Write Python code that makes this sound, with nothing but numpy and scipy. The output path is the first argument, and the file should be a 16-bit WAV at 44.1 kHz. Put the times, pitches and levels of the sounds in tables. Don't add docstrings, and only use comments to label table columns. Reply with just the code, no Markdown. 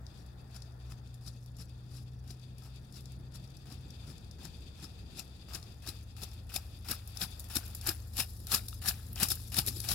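import sys
import numpy as np
from scipy import signal
from scipy.fft import rfft, irfft
from scipy.io import wavfile

SR = 44100
rng = np.random.default_rng(int(sys.argv[2]) if len(sys.argv) > 2 else 0)


def dump_mix(stems):
    frames = np.atleast_2d(stems).T
    limited = np.clip(frames, -1, 1)
    pcm = np.round(limited * 32767).astype(np.int16)
    wavfile.write(sys.argv[1], SR, pcm)


N = 438354
TIME = np.arange(N) / SR

# f/Hz, level/dB
THUD_TONE = [(50, -20.5), (120, 6), (200, -1.5), (350, -0.5), (520, -13.5), (900, -26)]
SQUELCH_TONE = [(350, -12), (520, -8), (770, 1), (1000, -6), (1280, 2), (1480, -1), (1680, -0.5),
                (2150, -7), (2550, 2), (2930, 1), (3200, 1), (4200, -8)]
SPRAY_TONE = [(1800, -28.5), (3150, -12), (3750, -2.5), (4300, -5), (5100, -1), (5600, -4.5), (6350, -11.5),
              (7200, -3), (8400, -8), (10200, 0.5), (11400, 0), (12200, -4), (14000, -9), (16000, -17)]
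# t/s, spray/dB, squelch/dB, thud/dB, sole slap/dB, toe skim/dB, length/s, air pocket/Hz, thud/Hz
HOOF_STEPS = [(0.2,-11.5,-4,-7,-14.5,-20,0.046,650,170), (0.565,0.5,6.5,-8,6,-15,0.016,1580,170),
              (0.921,-3.5,6.5,-4,5.5,-20,0.017,1320,170), (1.28,5,3.5,3,-11,-13.5,0.015,1400,170),
              (1.613,2,3,6.5,-10,-26,.021,830,170), (1.969,-4,-1.5,-15,-2,-23,0.043,820,170),
              (2.31,-4.5,0.5,-3,10,-14,.026,744,170), (2.66,-8,-1,-11,-7,-18,0.03,1260,170),
              (2.971,-2.5,-0.5,-5,-9,-30,0.024,850,170), (3.358,0.5,0,0,-4,-34,0.013,1370,170),
              (3.726,-3.5,1,-1.5,5,-4.5,0.02,740,282), (4.102,-3,2,5,-6,-13,0.026,1310,174),
              (4.454,2,7,0,6.5,-11.5,0.019,960,170), (4.844,3,6,5.5,1.5,-11,0.017,897,186),
              (5.196,6,8,-5,11.5,-19,0.02,2500,170), (5.555,6.5,12.5,3,4.5,-13,0.016,1130,169),
              (5.891,2.5,6,1,10.5,-11.5,0.021,2630,169), (6.236,2,2.5,3.5,4,-10.5,0.014,2630,169),
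              (6.563,1,4.5,-8.5,14.5,-13,0.018,2530,170), (6.916,1.5,6,0,7,-16,0.023,1400,240),
              (7.229,2,4.5,2,-12,-23,.016,1520,173), (7.569,-0.5,0.5,2.5,8.5,-12,0.013,1430,255),
              (7.892,-1,3.5,0.5,7.5,-22.5,0.021,1660,326), (8.204,2,5,-0.5,-7,-51,0.019,2900,175),
              (8.546,2,5,-1,6,-26,0.023,1370,185), (8.887,-2,-1.5,-8,7.5,-14,0.022,1700,170),
              (9.231,-4.5,-0.5,1,5.5,-17.5,0.024,2990,192), (9.317,-3,-11.5,-7,-15,-48,0.011,2930,177),
              (9.589,-1.5,-1.5,2.5,6,-14,.017,2870,227), (9.684,-3,-9.5,-1.5,-9,-46,0.0083,1800,262),
              (9.772,-18.5,-32,-8,-14,-31,0.009,3100,375), (9.849,-18,-8.5,-12,-6,-28,0.0064,1690,170),
              (9.919,-3,-2,-2,-15,-28,0.025,2960,170)]
def hooves():
    out, earth = np.zeros((2, N)), noise_pair(likeness=1)
    mud = crackle(per_s=500, spread_db=-5.5, grain_s=0.0027, smooth=0.61, likeness=0.95)
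    mud += gain_of(-9) * bubbles(per_s=440, low_hz=666, high_hz=3090, cycles=2.15, spread_db=4)
    slush = crackle(per_s=780, spread_db=2.5, grain_s=0.002, smooth=0.4, likeness=0.08)
    slush += gain_of(-5.5) * bubbles(per_s=1600, low_hz=3272, high_hz=13520, cycles=52, spread_db=-4.5)
    for s, spray_db, squelch_db, thud_db, slap_db, toe_db, length_s, pocket_hz, thud_hz in HOOF_STEPS:
        span = slice(max(int((s - 0.15) * SR), 0), int((s + 0.25) * SR))
        t = TIME[span] - s
        ground = ring(THUD_TONE, size=4096, peak_hz=thud_hz, peak_db=11, octaves=0.25)
        shape = step_shape(t + 0.0034, 0.64 * length_s, slap_db, toe_db - 12, tail_db=-33, tail_s=0.053)
        thud = gain_of(thud_db - 39.5) * burst(shape, earth[:, span], ground)

        pocket = ring(SQUELCH_TONE, size=4096, peak_hz=pocket_hz, peak_db=5, octaves=0.072)
        shape = step_shape(t, length_s, slap_db - 8.5, toe_db + 3, tail_db=-25, tail_s=0.07)
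        squelch = gain_of(squelch_db - 34) * burst(shape, mud[:, span], pocket)

        hollow = ring(SPRAY_TONE, size=4096, peak_hz=rng.uniform(4070, 5800), peak_db=3.5, octaves=0.04)
        shape = step_shape(t, length_s, slap_db, toe_db - 3.5, tail_db=-28, tail_s=0.41)
        spray = gain_of(spray_db - 24) * burst(shape, slush[:, span], hollow)

        splash = distance_gain(s, loss_db=26) * (squelch + spray)
        add(out, TIME[span.start], distance_gain(s, loss_db=19) * thud + splash)
    return out


def step_shape(t, length_s, slap_db, toe_db, tail_db, tail_s):
    before, after = np.maximum(-t, 0), np.maximum(t, 0)
    toe = gain_of(toe_db) * fade(t + 0.07, fade_s=0.12)
    first_hoof = gain_of(-4) * fade(t + 1.3 * length_s, fade_s=0.017)
    rise = np.exp(-(before / length_s) ** 1.1)
    fall = np.exp(-(after / (0.89 * length_s)) ** 1.04)
    tail = gain_of(tail_db) * np.exp(-after / tail_s)
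    sink = rise * np.hypot(fall, tail)
    slap = gain_of(slap_db) * np.exp(-abs(t) / 0.0028)
    return np.sqrt(toe ** 2 + first_hoof ** 2 + sink ** 2 + slap ** 2)


def bubbles(per_s, low_hz, high_hz, cycles, spread_db, pitches=40):
    out, t = np.zeros((2, N)), np.arange(768) / SR
    for hz in np.geomspace(low_hz, high_hz, pitches):
        blip = np.exp(-t * hz / cycles) * np.sin(2 * np.pi * hz * t) * np.sqrt(hz)
        chance, when, size, side = rng.random((4, 1000))
        born = chance < per_s * TIME[-1] / pitches / len(chance)
        starts = (when[born] * (N - len(t))).astype(int)
        samples = starts[:, None] + np.arange(len(t))
        left = gain_of(-spread_db * np.log(size[born, None] + 0.0099)) * blip
        right = left * (3 * side[born, None] - 1)
        out[0] += np.bincount(samples.ravel(), left.ravel(), N)
        out[1] += np.bincount(samples.ravel(), right.ravel(), N)
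    return evened(out)


# t/s, level/dB, brightness/(dB per octave)
ICE_CRACKS = [(0.066, -54, -10), (0.621, -50, -8), (1.143, -53, 5), (1.281, -60, 1), (1.461, -54.5, 7),
              (1.568, -54, 4), (2.306, -50, -13), (2.583, -50.5, 6), (3.057, -51, -3.5), (3.12, -53.5, 3.5),
              (3.44, -55.5, -2), (3.905, -51, -1.5), (4.18, -54.5, -3), (4.312, -52, -3),
              (5.548, -36.5, -1), (5.628, -50, -8), (5.875, -38, -2), (6.316, -52.5, -6), (6.542, -37, 3),
              (6.912, -28.5, 3), (7.076, -41.5, 4), (7.172, -37, -7), (7.215, -29, -41), (7.396, -40.5, 2),
              (7.556, -27.5, 3), (7.75, -35.5, 5), (7.813, -41.5, -3.5), (7.872, -26, 5), (8.168, -34.5, 1),
              (8.47, -38, -1.5), (8.518, -28, -2), (8.547, -22.5, -4), (8.684, -35.5, 2), (8.893, -30, 11),
              (9.131, -41, 17.5), (9.158, -40.5, -8), (9.233, -21, 0.5), (9.355, -39, 7), (9.286, -29, 1),
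              (9.544, -31, -5), (9.664, -31.5, 5), (9.803, -33, -2.5), (9.89, -29, -4)]
def ice(snap_s=0.0026, rattle_s=0.041, size=2048):
    out, t = np.zeros((2, N)), np.arange(size) / SR
    hz, spray_db = np.transpose(SPRAY_TONE)
    treble_octaves = np.log2(np.maximum(hz, 5000) / 7000)
    body = ring(SQUELCH_TONE)[None, :size]
    shape = np.exp(-t / snap_s) + gain_of(-17) * np.exp(-t / rattle_s)
    for s, db, bright_db in ICE_CRACKS + faint_cracks():
        breaks = gain_of(4 * np.repeat(rng.standard_normal(size // 16), 16))
        split = noise_pair(likeness=0.08, size=size) * breaks * shape
        tone = np.column_stack([hz, spray_db + bright_db * treble_octaves])
        shard = ring(tone, size=size, peak_hz=5200 * rng.uniform(1, 1.35), peak_db=5, octaves=0.052)
        snap = signal.fftconvolve(split, shard[None], axes=1)
        knock = signal.fftconvolve(split, body, axes=1)[:, :snap.shape[1]]
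        crack = evened(snap) + gain_of(-17) * evened(knock)
        crack *= np.sqrt(0.0061 * SR / crack.shape[1])
        add(out, s - 0.0005, gain_of(db) * crack)
    return out


def faint_cracks(per_s=4, db=-62.5, spread_db=6.5, tries=200):
    chance, when = rng.random((2, tries))
    size, bright = rng.standard_normal((2, tries))
    rows = np.column_stack([when * TIME[-1], db + spread_db * size, 4 * bright])
    return list(rows[chance < per_s * TIME[-1] / tries])


# t/s, level/dB, f/Hz
PUDDLE_PLOPS = [(5.2, -52, 2620), (6.564, -43, 2510), (8.728, -54.5, 1290)]
def plops(fade_s=0.0013):
    out, t = np.zeros((2, N)), np.arange(2048) / SR
    shape = t / fade_s * np.exp(1 - t / fade_s)
    for s, db, hz in PUDDLE_PLOPS:
        pockets = sum(gain_of(pocket_db) * np.sin(2 * np.pi * hz * ratio * t)
                      for ratio, pocket_db in [(1, 10.5), (2.2, 5), (2.85, 12)])
        add(out, s, gain_of(db) * np.tile(pockets * shape, (2, 1)))
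    return out


# t/s, level/dB, fade/s
SHOWERS = [(7.075, -49, 0.15), (7.4, -48, 0.2), (7.745, -55, .12), (9.35, -56, 0.17), (9.75, -48.5, .15)]
# f/Hz, level/dB
DROP_TONE = [(1800,-20), (3150,-10.5), (3900,-6.5), (5100,-1.5), (6400,-5), (7300,-1.5), (8400,-8.5),
             (10300,5), (12200,-2), (14000,-5), (16000,-10)]
def patter(trickle_db=-60, drops_db=-60.5, flight_s=0.041):
    power = gain_of(trickle_db) ** 2
    for s, spray_db, *_ in HOOF_STEPS:
        age = np.maximum(TIME - s, 0) / flight_s
        power += gain_of(drops_db + spray_db) ** 2 * age * np.exp(1 - age)
    for s, db, fade_s in SHOWERS:
        power += (gain_of(db) * fade(TIME - s, fade_s)) ** 2
    fine = gain_of(-6) * crackle(per_s=920, spread_db=-3.5, grain_s=0.0076, smooth=0.12, likeness=0.38)
    crumbs = crackle(per_s=41, spread_db=0, grain_s=0.0035, smooth=0, likeness=0.47)
    drips = gain_of(-5.5) * bubbles(per_s=90, low_hz=4175, high_hz=12930, cycles=40, spread_db=3)
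    clumps = gain_of(2.5 * wander(rate_hz=25))
    level = np.sqrt(power) * clumps * distance_gain(TIME, loss_db=16)
    return colour(level * (fine + crumbs + drips), DROP_TONE)


# t/s, distance/m
HORSE_PATH = [(0, 47.3), (3, 29), (5, 36.4), (6.5, 12.3), (7.5, 5.55), (8.5, 4.56), (9.3, 2.73),
              (9.94, 3.57)]
# f/Hz, level/dB
FAR_TONE = [(300, 9), (3000, -0.5), (5200, 8), (10500, 0), (12800, -6.5), (16000, -8.5)]
def approach(x):
    metres, = follow(HORSE_PATH)
    far = metres / metres.max()
    far_sound = signal.oaconvolve(x, ring(FAR_TONE)[None], axes=1)[:, :N]
    return (1 - far) * x + far * far_sound


def distance_gain(s, loss_db, near_m=3.444):
    metres = np.interp(s, *np.transpose(HORSE_PATH))
    return gain_of(-loss_db * np.log10(metres / near_m))


# t/s, cycle rate/Hz, level/dB
ENGINE_RUN = [(0, 31.4, -6), (1.3, 30.1, 1.5), (3.75, 32.7, -2.5), (4.6, 23.8, -3.5), (5.1, 27.3, -15),
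              (6.1, 27.15, -0.5), (7.6, 26.1, 3.5), (9.94, 27.9, 4)]
# f/Hz, level/dB
EXHAUST_TONE = [(54, -54), (62, -58), (82, -50.5), (93, -61.5), (109, -51), (125, -48.5)]
def engine(hum_hz=65.2, hum_db=-55):
    cycle_hz, level_db = follow(ENGINE_RUN)
    angle = 2 * np.pi * np.cumsum(cycle_hz) / SR
    drone = np.zeros(N)
    for multiple in (2, 3, 4):
        exhaust_db = np.interp(multiple * cycle_hz, *np.transpose(EXHAUST_TONE))
        level = gain_of(level_db + exhaust_db + 0.8 * wander(rate_hz=1.8))
        drone += level * np.sin(multiple * angle + 2 * np.pi * rng.random())
    hum_level = gain_of(hum_db + 2.8 * wander(rate_hz=7))
    hum_pitch = hum_hz + 0.746 * wander(rate_hz=2.26)
    hum = hum_level * np.sin(2 * np.pi * np.cumsum(hum_pitch) / SR)
    return np.sqrt(2) * (drone + hum)


# t/s, rumble/dB, rush/dB, hiss/dB
OUTDOOR_LEVELS = [(0, -53, -62, -66), (.8, -52, -62, -65.5), (1.3, -53.5, -67, -67.5),
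                  (3.2, -51.5, -64, -63.5), (4.3, -49.5, -63, -60), (6.4, -52.5, -65, -61),
                  (7.6, -53, -61, -57.5), (8.1, -52.5, -65.5, -70), (9.94, -48.5, -64, -65)]
# f/Hz, level/dB
RUMBLE_TONE = [(10, -63), (25, -13.5), (45, -4), (62, 0), (100, 0.5), (150, -5), (200, -8), (300, -15),
               (450, -20.5), (800, -35.5), (1600, -78)]
RUSH_TONE = [(250, -3.5), (520, -0.5), (780, 1.5), (1100, -5.5), (1400, -2.5), (1560, -8.5), (1800, -5),
             (2120, -16.5), (3000, -26.5), (8000, -26)]
HISS_TONE = [(1200, -21.5), (2150, -12.5), (2580, 0), (2930, -8), (3550, 6), (4100, -4), (4750, 6),
             (5500, -10.5), (6300, -8.5), (11000, -14), (16000, -34)]
def outdoors():
    rumble_db, rush_db, hiss_db = follow(OUTDOOR_LEVELS)
    rumble = gain_of(rumble_db + 1.1 * wander(rate_hz=7)) * noise_pair(likeness=0.91)
    rush = gain_of(rush_db + 0.8 * wander(rate_hz=4)) * noise_pair(likeness=0.017)
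    hiss = gain_of(hiss_db + 3.3 * wander(rate_hz=20)) * noise_pair(likeness=0.026)
    return colour(rumble, RUMBLE_TONE) + colour(rush, RUSH_TONE) + colour(hiss, HISS_TONE)


def gain_of(db):
    return 10 ** (np.asarray(db) / 20)


def evened(x):
    return x / np.sqrt(np.mean(x ** 2) + 1e-20)


def fade(t, fade_s):
    return (t > 0) * np.exp(-abs(t) / fade_s)


def follow(rows):
    s, *columns = np.transpose(rows)
    return [np.interp(TIME, s, column) for column in columns]


def add(mix, s, sound):
    part = mix[:, max(round(s * SR), 0):][:, :sound.shape[1]]
    part += sound[:, :part.shape[1]]


def wander(rate_hz):
    hz = np.fft.rfftfreq(N, 1 / SR)
    return evened(irfft(rfft(rng.standard_normal(N)) * np.exp(-(hz / rate_hz) ** 2), N))


def noise_pair(likeness, size=N):
    left, other = rng.standard_normal((2, size))
    return np.array([left, likeness * left + np.sqrt(1 - likeness ** 2) * other])


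def crackle(per_s, spread_db, grain_s, smooth, likeness):
    sizes = gain_of(spread_db * np.minimum(rng.exponential(1, N), 3.5))
    clicks = sizes * (rng.random(N) < per_s / SR)
    power = signal.lfilter([1], [1, -np.exp(-2 / (grain_s * SR))], clicks ** 2)
    return np.sqrt(smooth + (1 - smooth) * power / power.mean()) * noise_pair(likeness)


def ring(tone, size=8192, peak_hz=1000, peak_db=0, octaves=0.15):
    hz, db = np.transpose(tone)
    pitch = np.log2(abs(np.fft.fftfreq(size, 1 / SR)) + 1)
    peak = peak_db / (1 + ((pitch - np.log2(peak_hz)) / octaves) ** 2)
    gain = gain_of(np.interp(pitch, np.log2(hz), db) + peak)
    spectrum = np.exp(np.conj(signal.hilbert(np.log(gain))))
    return np.fft.ifft(spectrum).real[:size // 2]


def colour(x, tone):
    ringing = ring(tone)
    return signal.oaconvolve(x, ringing[None] / np.linalg.norm(ringing), axes=1)[:, :N]


def burst(shape, texture, ringing):
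    sound = signal.fftconvolve(shape * texture, ringing[None], axes=1)
    return sound * np.linalg.norm(shape) / np.sqrt(np.sum(sound ** 2) / 2)


def scene():
    horse = hooves() + ice() + plops() + patter()
    return approach(horse) + engine() + outdoors()


# f/Hz, level/dB
RIGHT_MIC_TONE = [(60, -1.5), (400, -2.5), (800, -5.5), (1400, -7.5), (2200, 0), (2650, -1), (3400, -14.5),
                  (4700, -15), (5800, -10), (6800, -21), (8400, -15), (10200, -16), (12300, 1), (16000, 3)]
def record(dry, top_hz=15900):
    right = signal.oaconvolve(dry[1], ring(RIGHT_MIC_TONE))[:N]
    top_cut = signal.firwin(511, top_hz, window=("kaiser", 9), fs=SR)
    return signal.oaconvolve(np.array([dry[0], right]), top_cut[None], "same")


dry = scene()
out = record(dry)
dump_mix(out)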